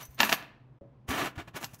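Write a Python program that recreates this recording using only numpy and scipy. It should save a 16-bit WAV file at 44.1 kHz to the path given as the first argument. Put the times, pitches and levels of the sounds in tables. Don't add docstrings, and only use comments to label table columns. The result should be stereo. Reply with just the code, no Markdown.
import sys
import numpy as np
from scipy import signal
from scipy.fft import rfft, irfft, next_fast_len
from scipy.io import wavfile
from scipy.ndimage import uniform_filter1d

SR = 44100
rng = np.random.default_rng(int(sys.argv[2]) if len(sys.argv) > 2 else 0)


def persist_wave(psi):
    counts = np.round(np.clip(psi, -1, 1) * 32767).astype(np.int16)
    wavfile.write(sys.argv[1], SR, np.atleast_2d(counts).T)


N = 79380
T = np.arange(N) / SR
HZ = np.fft.rfftfreq(8192, 1 / SR)

# frequency in Hz, relative level in dB.
TICK_TONE = [(1000, -28), (4000, -11.5), (6200, 1.5), (7500, -2.5), (8800, -1), (10000, -0.5), (12000, -10),
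             (15500, 2.5)]


def amp(db):
    return 10 ** (np.asarray(db) / 20)


def unit_energy(x):
    return x / np.sqrt(np.sum(x ** 2) + 1e-20)


def unit_power(x):
    return x / np.sqrt(np.mean(x ** 2) + 1e-20)


def curve(points, hz=HZ):
    point_hz, value = np.transpose(points)
    return np.interp(np.log(hz + 1), np.log(point_hz + 1), value)


def fade(t, fade_s):
    return np.exp(-np.log(1000) * t / np.maximum(fade_s, 1e-3))


def add(mix, start_s, sound):
    part = mix[..., max(round(start_s * SR), 0):][..., :sound.shape[-1]]
    part += sound[..., :part.shape[-1]]


def through(x, response):
    return signal.oaconvolve(np.atleast_2d(x), np.atleast_2d(response), axes=1)[:, :N]


def click(tone_db):
    log_gain = np.log(amp(np.maximum(tone_db, -100)))
    mirrored = np.r_[log_gain, log_gain[-2:0:-1]]
    spectrum = np.exp(np.conj(signal.hilbert(mirrored)))[:len(HZ)]
    return unit_energy(irfft(spectrum)[:len(HZ) // 2])


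def noise(tone):
    gain = amp(curve(tone, np.fft.rfftfreq(N, 1 / SR)))
    return unit_power(irfft(rfft(rng.standard_normal(N)) * gain, N))


def placed(x, lead_s):
    size = next_fast_len(len(x) + SR // 10)
    left = np.exp(1j * np.pi * np.fft.rfftfreq(size, 1 / SR) * lead_s)
    return irfft(rfft(x, size) * np.array([left, 1 / left]), size)[:, :len(x)]


def rumble_and_hum():
    # frequency in Hz, relative level in dB.
    tone = [(15, -64), (25, -25.5), (70, -8), (87, -24), (111, -8.5), (130, -0.5), (153, -21), (249, -14),
            (317, -21), (516, -23), (641, -27), (1070, -27.5), (1160, -33), (2840, -45), (16000, -77)]
    hum_hz, width_hz = 127, 14
    hum_db = -20 * np.log10(1 + ((HZ - hum_hz) / width_hz) ** 2)
    hum = noise(np.transpose([HZ, hum_db]))
    rumble = noise(tone) + .35 * np.array([noise(tone), noise(tone)])
    return amp(-60.5) * (rumble + hum)


def workshop_echo(to_clutter, to_room):
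    # frequency in Hz, fade time in seconds.
    room_fades = [(100, 1), (300, 0.62), (1000, .6), (3000, 0.45), (6000, 0.2), (14000, 0.12)]
    # frequency in Hz, relative level in dB.
    clutter_tone = [(150, -14.5), (700, -3.5), (5000, -1.5), (14000, -5.5)]
    room_tone = [(100, -1), (500, 0), (2000, -1.5), (6000, -2.5), (14000, -5)]
    t, echoes_per_s = T[:SR], 5000
    bounces = rng.choice([-1., 1.], (2, SR)) * (rng.random((2, SR)) < echoes_per_s / SR)
    early = unit_energy(bounces[0] * fade(t, .06) * (t > .001))
    hz, times, bands = signal.stft(bounces[1] * (t > .008), SR, nperseg=256)
    bands *= fade(times, curve(room_fades, hz)[:, None])
    tail = unit_energy(signal.istft(bands, SR, nperseg=256)[1])
    clutter = through(through(to_clutter, early), click(curve(clutter_tone)))
    room = through(through(to_room, tail), click(curve(room_tone)))
    return (amp(-6.5) * clutter + amp(-19.5) * room)[0]


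def microphone(x):
    # frequency in Hz, how far the left leads in radians.
    lead = [(100, -0.5), (3300, 1.08), (7200, 0.5), (8900, -4.5), (11000, -6), (13300, -12), (15400, -9.5)]
    # frequency in Hz, left minus right in dB.
    balance = [(100, 0), (300, -3), (700, -2), (2500, 1.5), (7000, 2.5), (14000, -1.5)]
    hz = np.fft.rfftfreq(2 * N, 1 / SR)
    left = np.exp(.5j * curve(lead, hz)) * amp(curve(balance, hz) / 2)
    return irfft(rfft(x, 2 * N) * np.array([left, 1 / left]))[:, :N]


def knock():
    # frequency in Hz, relative level in dB.
    tone = [(60, -19), (180, -6), (320, -4), (450, -8), (650, -5.5), (900, -27), (2000, -38), (8000, -65)]
    start_s, pitch_hz = .811, 560
    note = amp(-48) * fade(T, .31) * np.sin(2 * np.pi * pitch_hz * T)
    puff = amp(-53) * fade(T, .36) * noise(tone)
    out = np.zeros(N)
    add(out, start_s, note + puff)
    return out


def thumps():
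    # start in seconds, relative level in dB, pitch in Hz.
    landings = [(0.088, -49.5, 66.5), (0.205, -46, 72.3), (0.814, -51.5, 86.4), (1.088, -34, 74),
                (1.194, -43, 122), (1.374, -37.5, 89), (1.475, -45.5, 134), (1.545, -43.5, 130),
                (1.733, -49, 113)]
    out, t = np.zeros(N), T[:SR // 3]
    rise_s = .0044
    shape = np.minimum(t / rise_s, 1) * fade(t, .11)
    for start_s, db, hz in landings:
        swing = np.sin(2 * np.pi * hz * t) + .42 * np.sin(2 * np.pi * 1.3 * hz * t)
        add(out, start_s, 2 * amp(db) * shape * swing)
    return out


def bench_tap(tone_db, ringing_db):
    # frequency in Hz, width in Hz, relative level in dB.
    notes = [(228, 20, -5.5), (673, 51, -2.5), (1038, 270, -5), (1755, 260, -8), (2424, 210, -7),
             (2644, 43, -1), (3100, 27, -6.5), (2860, 99, -5), (4220, 110, -13.5), (4607, 43, -5.5),
             (5650, 57, -9), (5570, 110, -10)]
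    peaks = sum(amp(db) ** 2 / (1 + (2 * (HZ - hz) / width) ** 2) for hz, width, db in notes)
    pulse = click(tone_db + 10 * np.log10(1 + 10 * amp(ringing_db) ** 2 * peaks))
    delay_at_1khz_s = .0005
    lag = np.exp(-4j * np.pi * delay_at_1khz_s * np.sqrt(1000 * HZ))
    return irfft(rfft(pulse, 2 * len(HZ) - 2) * lag)[:len(pulse)]


def ring_ping(pitch, length, bright_db=0):
    # base frequency in Hz, relative level in dB, base fade time in seconds.
    notes = [(6220, -11, .18), (8500, -12, .14), (9900, -13, .07), (11950, -2, .09), (12700, -11, .05),
             (13800, -1, .09), (15100, -9, .05)]
    t, ping, lowest_hz = T[:SR // 4], 0, notes[0][0]
    for hz, db, fade_s in notes:
        strength = amp(db + bright_db * np.log2(hz / lowest_hz)) * (1 - .5 * rng.random())
        ping += strength * fade(t, fade_s * length) * np.sin(2 * np.pi * hz * pitch * t)
    return unit_energy(ping)


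def contacts(per_s, spread_db):
    size = amp(spread_db * np.minimum(rng.exponential(1, N), 4))
    return unit_power(size * rng.choice([-1, 1], N) * (rng.random(N) < per_s / SR))


def motion(bursts):
    power, swell_db = 0, 31
    for start_s, rise_s, hold_s, fade_s, bench_db, rings_db in bursts:
        swell = amp(-swell_db * np.maximum(1 - (T - start_s) / rise_s, 0) ** 1.7)
        release = fade(np.maximum(T - start_s - rise_s - hold_s, 0), fade_s)
        power += np.outer(amp([bench_db, rings_db]), swell * release) ** 2
    return np.sqrt(power)


def jostle(bursts, tone, ringing_db, per_s, spread_db, width_s, ping_length):
    on_bench, among_rings = motion(bursts)
    taps, rings = np.zeros((2, N)), np.zeros((2, N))
    tick, links = click(curve(TICK_TONE)), 16
    steps = np.linspace(-1, 1, links)
    for spot, detune in zip(rng.permutation(steps), steps):
        tap = on_bench * contacts(per_s / links, spread_db)
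        taps += [tap, np.roll(tap, round(spot * width_s * SR))]
        link = amp(-5.5) * ring_ping(1 + .06 * detune, ping_length)
        add(link, 0, tick)
        strikes = among_rings * contacts(per_s / links, spread_db)
        rings += through(strikes, placed(link, lead_s=spot * .00002))
    treble_cut_db = -10 * np.log10(1 + (HZ / 9000) ** 8)
    bench = through(taps, bench_tap(curve(tone) + treble_cut_db, ringing_db))
    return (bench + rings) / np.sqrt(links)


def sheet_slide():
    # start, rise, hold and fade time in seconds, bench and ring levels in dB.
    pushes = [(1.074, 0.018, 0.016, 0.13, -32.5, -39.5), (1.095, 0.015, 0.1, 0.15, -32, -43.5),
              (1.165, .025, 0.037, .1, -31, -47), (1.225, 0.013, 0.03, 0.1, -31.5, -44),
              (1.29, .01, 0.207, 0.11, -69, -81), (1.35, .01, 0.0026, .08, -47, -61),
              (1.372, 0.0093, 0.028, 0.08, -40, -59.5), (1.468, .012, 0.0048, 0.04, -43.5, -62),
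              (1.532, .022, 0.013, 0.18, -39.5, -56), (1.554, 0.0086, 0.0066, 0.052, -36, -38.5),
              (1.596, .018, 0.023, 0.11, -45.5, -46.5), (1.625, 0.014, 0.003, 0.044, -36, -45.5),
              (1.66, 0.011, 0.063, .12, -65, -63.5), (1.728, 0.0099, .004, 0.087, -52.5, -50),
              (1.778, 0.014, .01, .1, -66, -54.5)]
    # frequency in Hz, relative level in dB.
    tone = [(59, -24), (100, -17), (130, -1), (173, -7.5), (282, 0.5), (505, -8), (722, -4.5), (905, -3.5),
            (1030, -4.5), (1560, -4.5), (2110, -8), (2960, -9.5), (5020, -22.5), (6790, -23), (9000, -28.5),
            (11700, -58), (19800, -120)]
    return jostle(pushes, tone, ringing_db=-9, per_s=4000, spread_db=2.5, width_s=.0006, ping_length=.37)


def chain_rattle():
    # start, rise, hold and fade time in seconds, bench and ring levels in dB.
    rattles = [(-0.01, 0.013, 0.016, 0.14, -45.5, -48), (0.05, 0.0034, 0.0023, -1, -69, -43),
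               (0.08, 0.013, 0.054, 0.24, -69.5, -65.5), (0.176, .03, 0.02, -0.0277, -27.5, -38),
               (0.228, .006, 0.021, 0.176, -30.5, -34.5), (0.278, 0.015, 0.027, 0.2372, -44.5, -37.5),
               (0.318, 0.003, 0.01, 0.0537, -23.5, -34), (0.37, 0.0067, 0.015, 0.4343, -47, -87)]
    # frequency in Hz, relative level in dB.
    tone = [(59, -31), (100, -6), (271, -0.5), (534, -6.5), (994, -5), (2110, -1.5), (2450, -7), (3930, -6),
            (4240, -8), (5120, -14.5), (9000, -30), (11700, -58), (19800, -120)]
    return jostle(rattles, tone, ringing_db=-1, per_s=3000, spread_db=2, width_s=.0001, ping_length=.7)


def ring_clinks():
    # start in seconds, relative level in dB, pitch and ping length as ratios,
    # brightness in dB per octave.
    strikes = [(0.029, -32, .96, .8, -13), (0.031, -36, .95, .8, 14), (0.058, -40, 1.03, .5, 4),
               (0.107, -43, 1.0, .7, 3), (0.1455, -38, 1.0, .7, 2), (0.207, -18, .98, 1.1, 12),
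               (0.24, -20, 1.01, .7, 8), (0.25, -22, .96, .6, 2), (0.295, -26, .95, .6, 2),
               (0.328, -19, .97, .7, 10), (0.343, -24, .965, .8, 8), (1.645, -32, .955, .75, 18),
               (1.647, -43, .99, .9, -10)]
    out, tick = np.zeros(N), click(curve(TICK_TONE))
    for start_s, db, pitch, length, bright_db in strikes:
        add(out, start_s, amp(db + 11) * ring_ping(pitch, length, bright_db))
        add(out, start_s, amp(db) * .83 * tick)
    return out


def link_blows():
    # start in seconds, relative level in dB, brightness in dB per octave.
    landings = [(0.1904, -24.5, 2.5), (0.2036, -1.5, -0.5), (0.2058, -3.5, -0.5), (0.2073, -13.5, -1.5),
                (0.2315, -5, -1), (0.2326, -8, -0.5), (0.2494, -16.5, 0.5), (0.2933, -11, -2.5),
                (0.2967, -14, 1), (0.2992, -18, -4.5), (0.3154, -15.5, -3.5), (0.3207, -11, -4),
                (0.3268, -6, 1), (0.3284, -11, 0.5), (0.3374, -22, -1.5), (0.3424, -19.5, 4),
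                (0.4263, -32, -2), (1.6294, -24, -1), (1.6442, -15.5, 10.5), (1.7456, -27, 16.5)]
    # frequency in Hz, relative level in dB.
    tone = [(35, -49), (60, -17.5), (172, -16), (217, 2), (371, -18.5), (946, -1), (1140, -12.5), (1740, 0),
            (2140, -11), (2410, -1.5), (7750, -13.5), (8710, -33), (9350, -29.5), (13600, -26),
            (16000, -31)]
    out, octaves = np.zeros((2, N)), np.log2(np.maximum(HZ, 100) / 2000)
    for start_s, db, bright_db in landings:
        blow = np.zeros(N)
        tap = bench_tap(curve(tone) + bright_db * octaves, ringing_db=-1)
        add(blow, start_s, amp(db + 8.5) * tap)
        out += placed(blow, lead_s=.00003 * rng.uniform(-2.2, 1))
    return out


def scene():
    chain = chain_rattle() + link_blows() + ring_clinks()
    sheet = sheet_slide()
    mail = chain + sheet
    to_room = chain + amp(-5.5) * sheet
    echoes = np.array([workshop_echo(mail[ear], to_room[ear]) for ear in range(2)])
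    return microphone(mail) + echoes + thumps() + knock() + rumble_and_hum()


def record(dry):
    dip_db, cutoff_hz = -40, 15800
    in_dip = (T > .787) & (T < .811)
    gain = uniform_filter1d(amp(dip_db * in_dip), size=40)
    low_pass = signal.firwin(511, cutoff_hz, window=("kaiser", 9), fs=SR)
    return signal.oaconvolve(dry * gain, low_pass[None], "same")


dry = scene()
out = record(dry)
persist_wave(out)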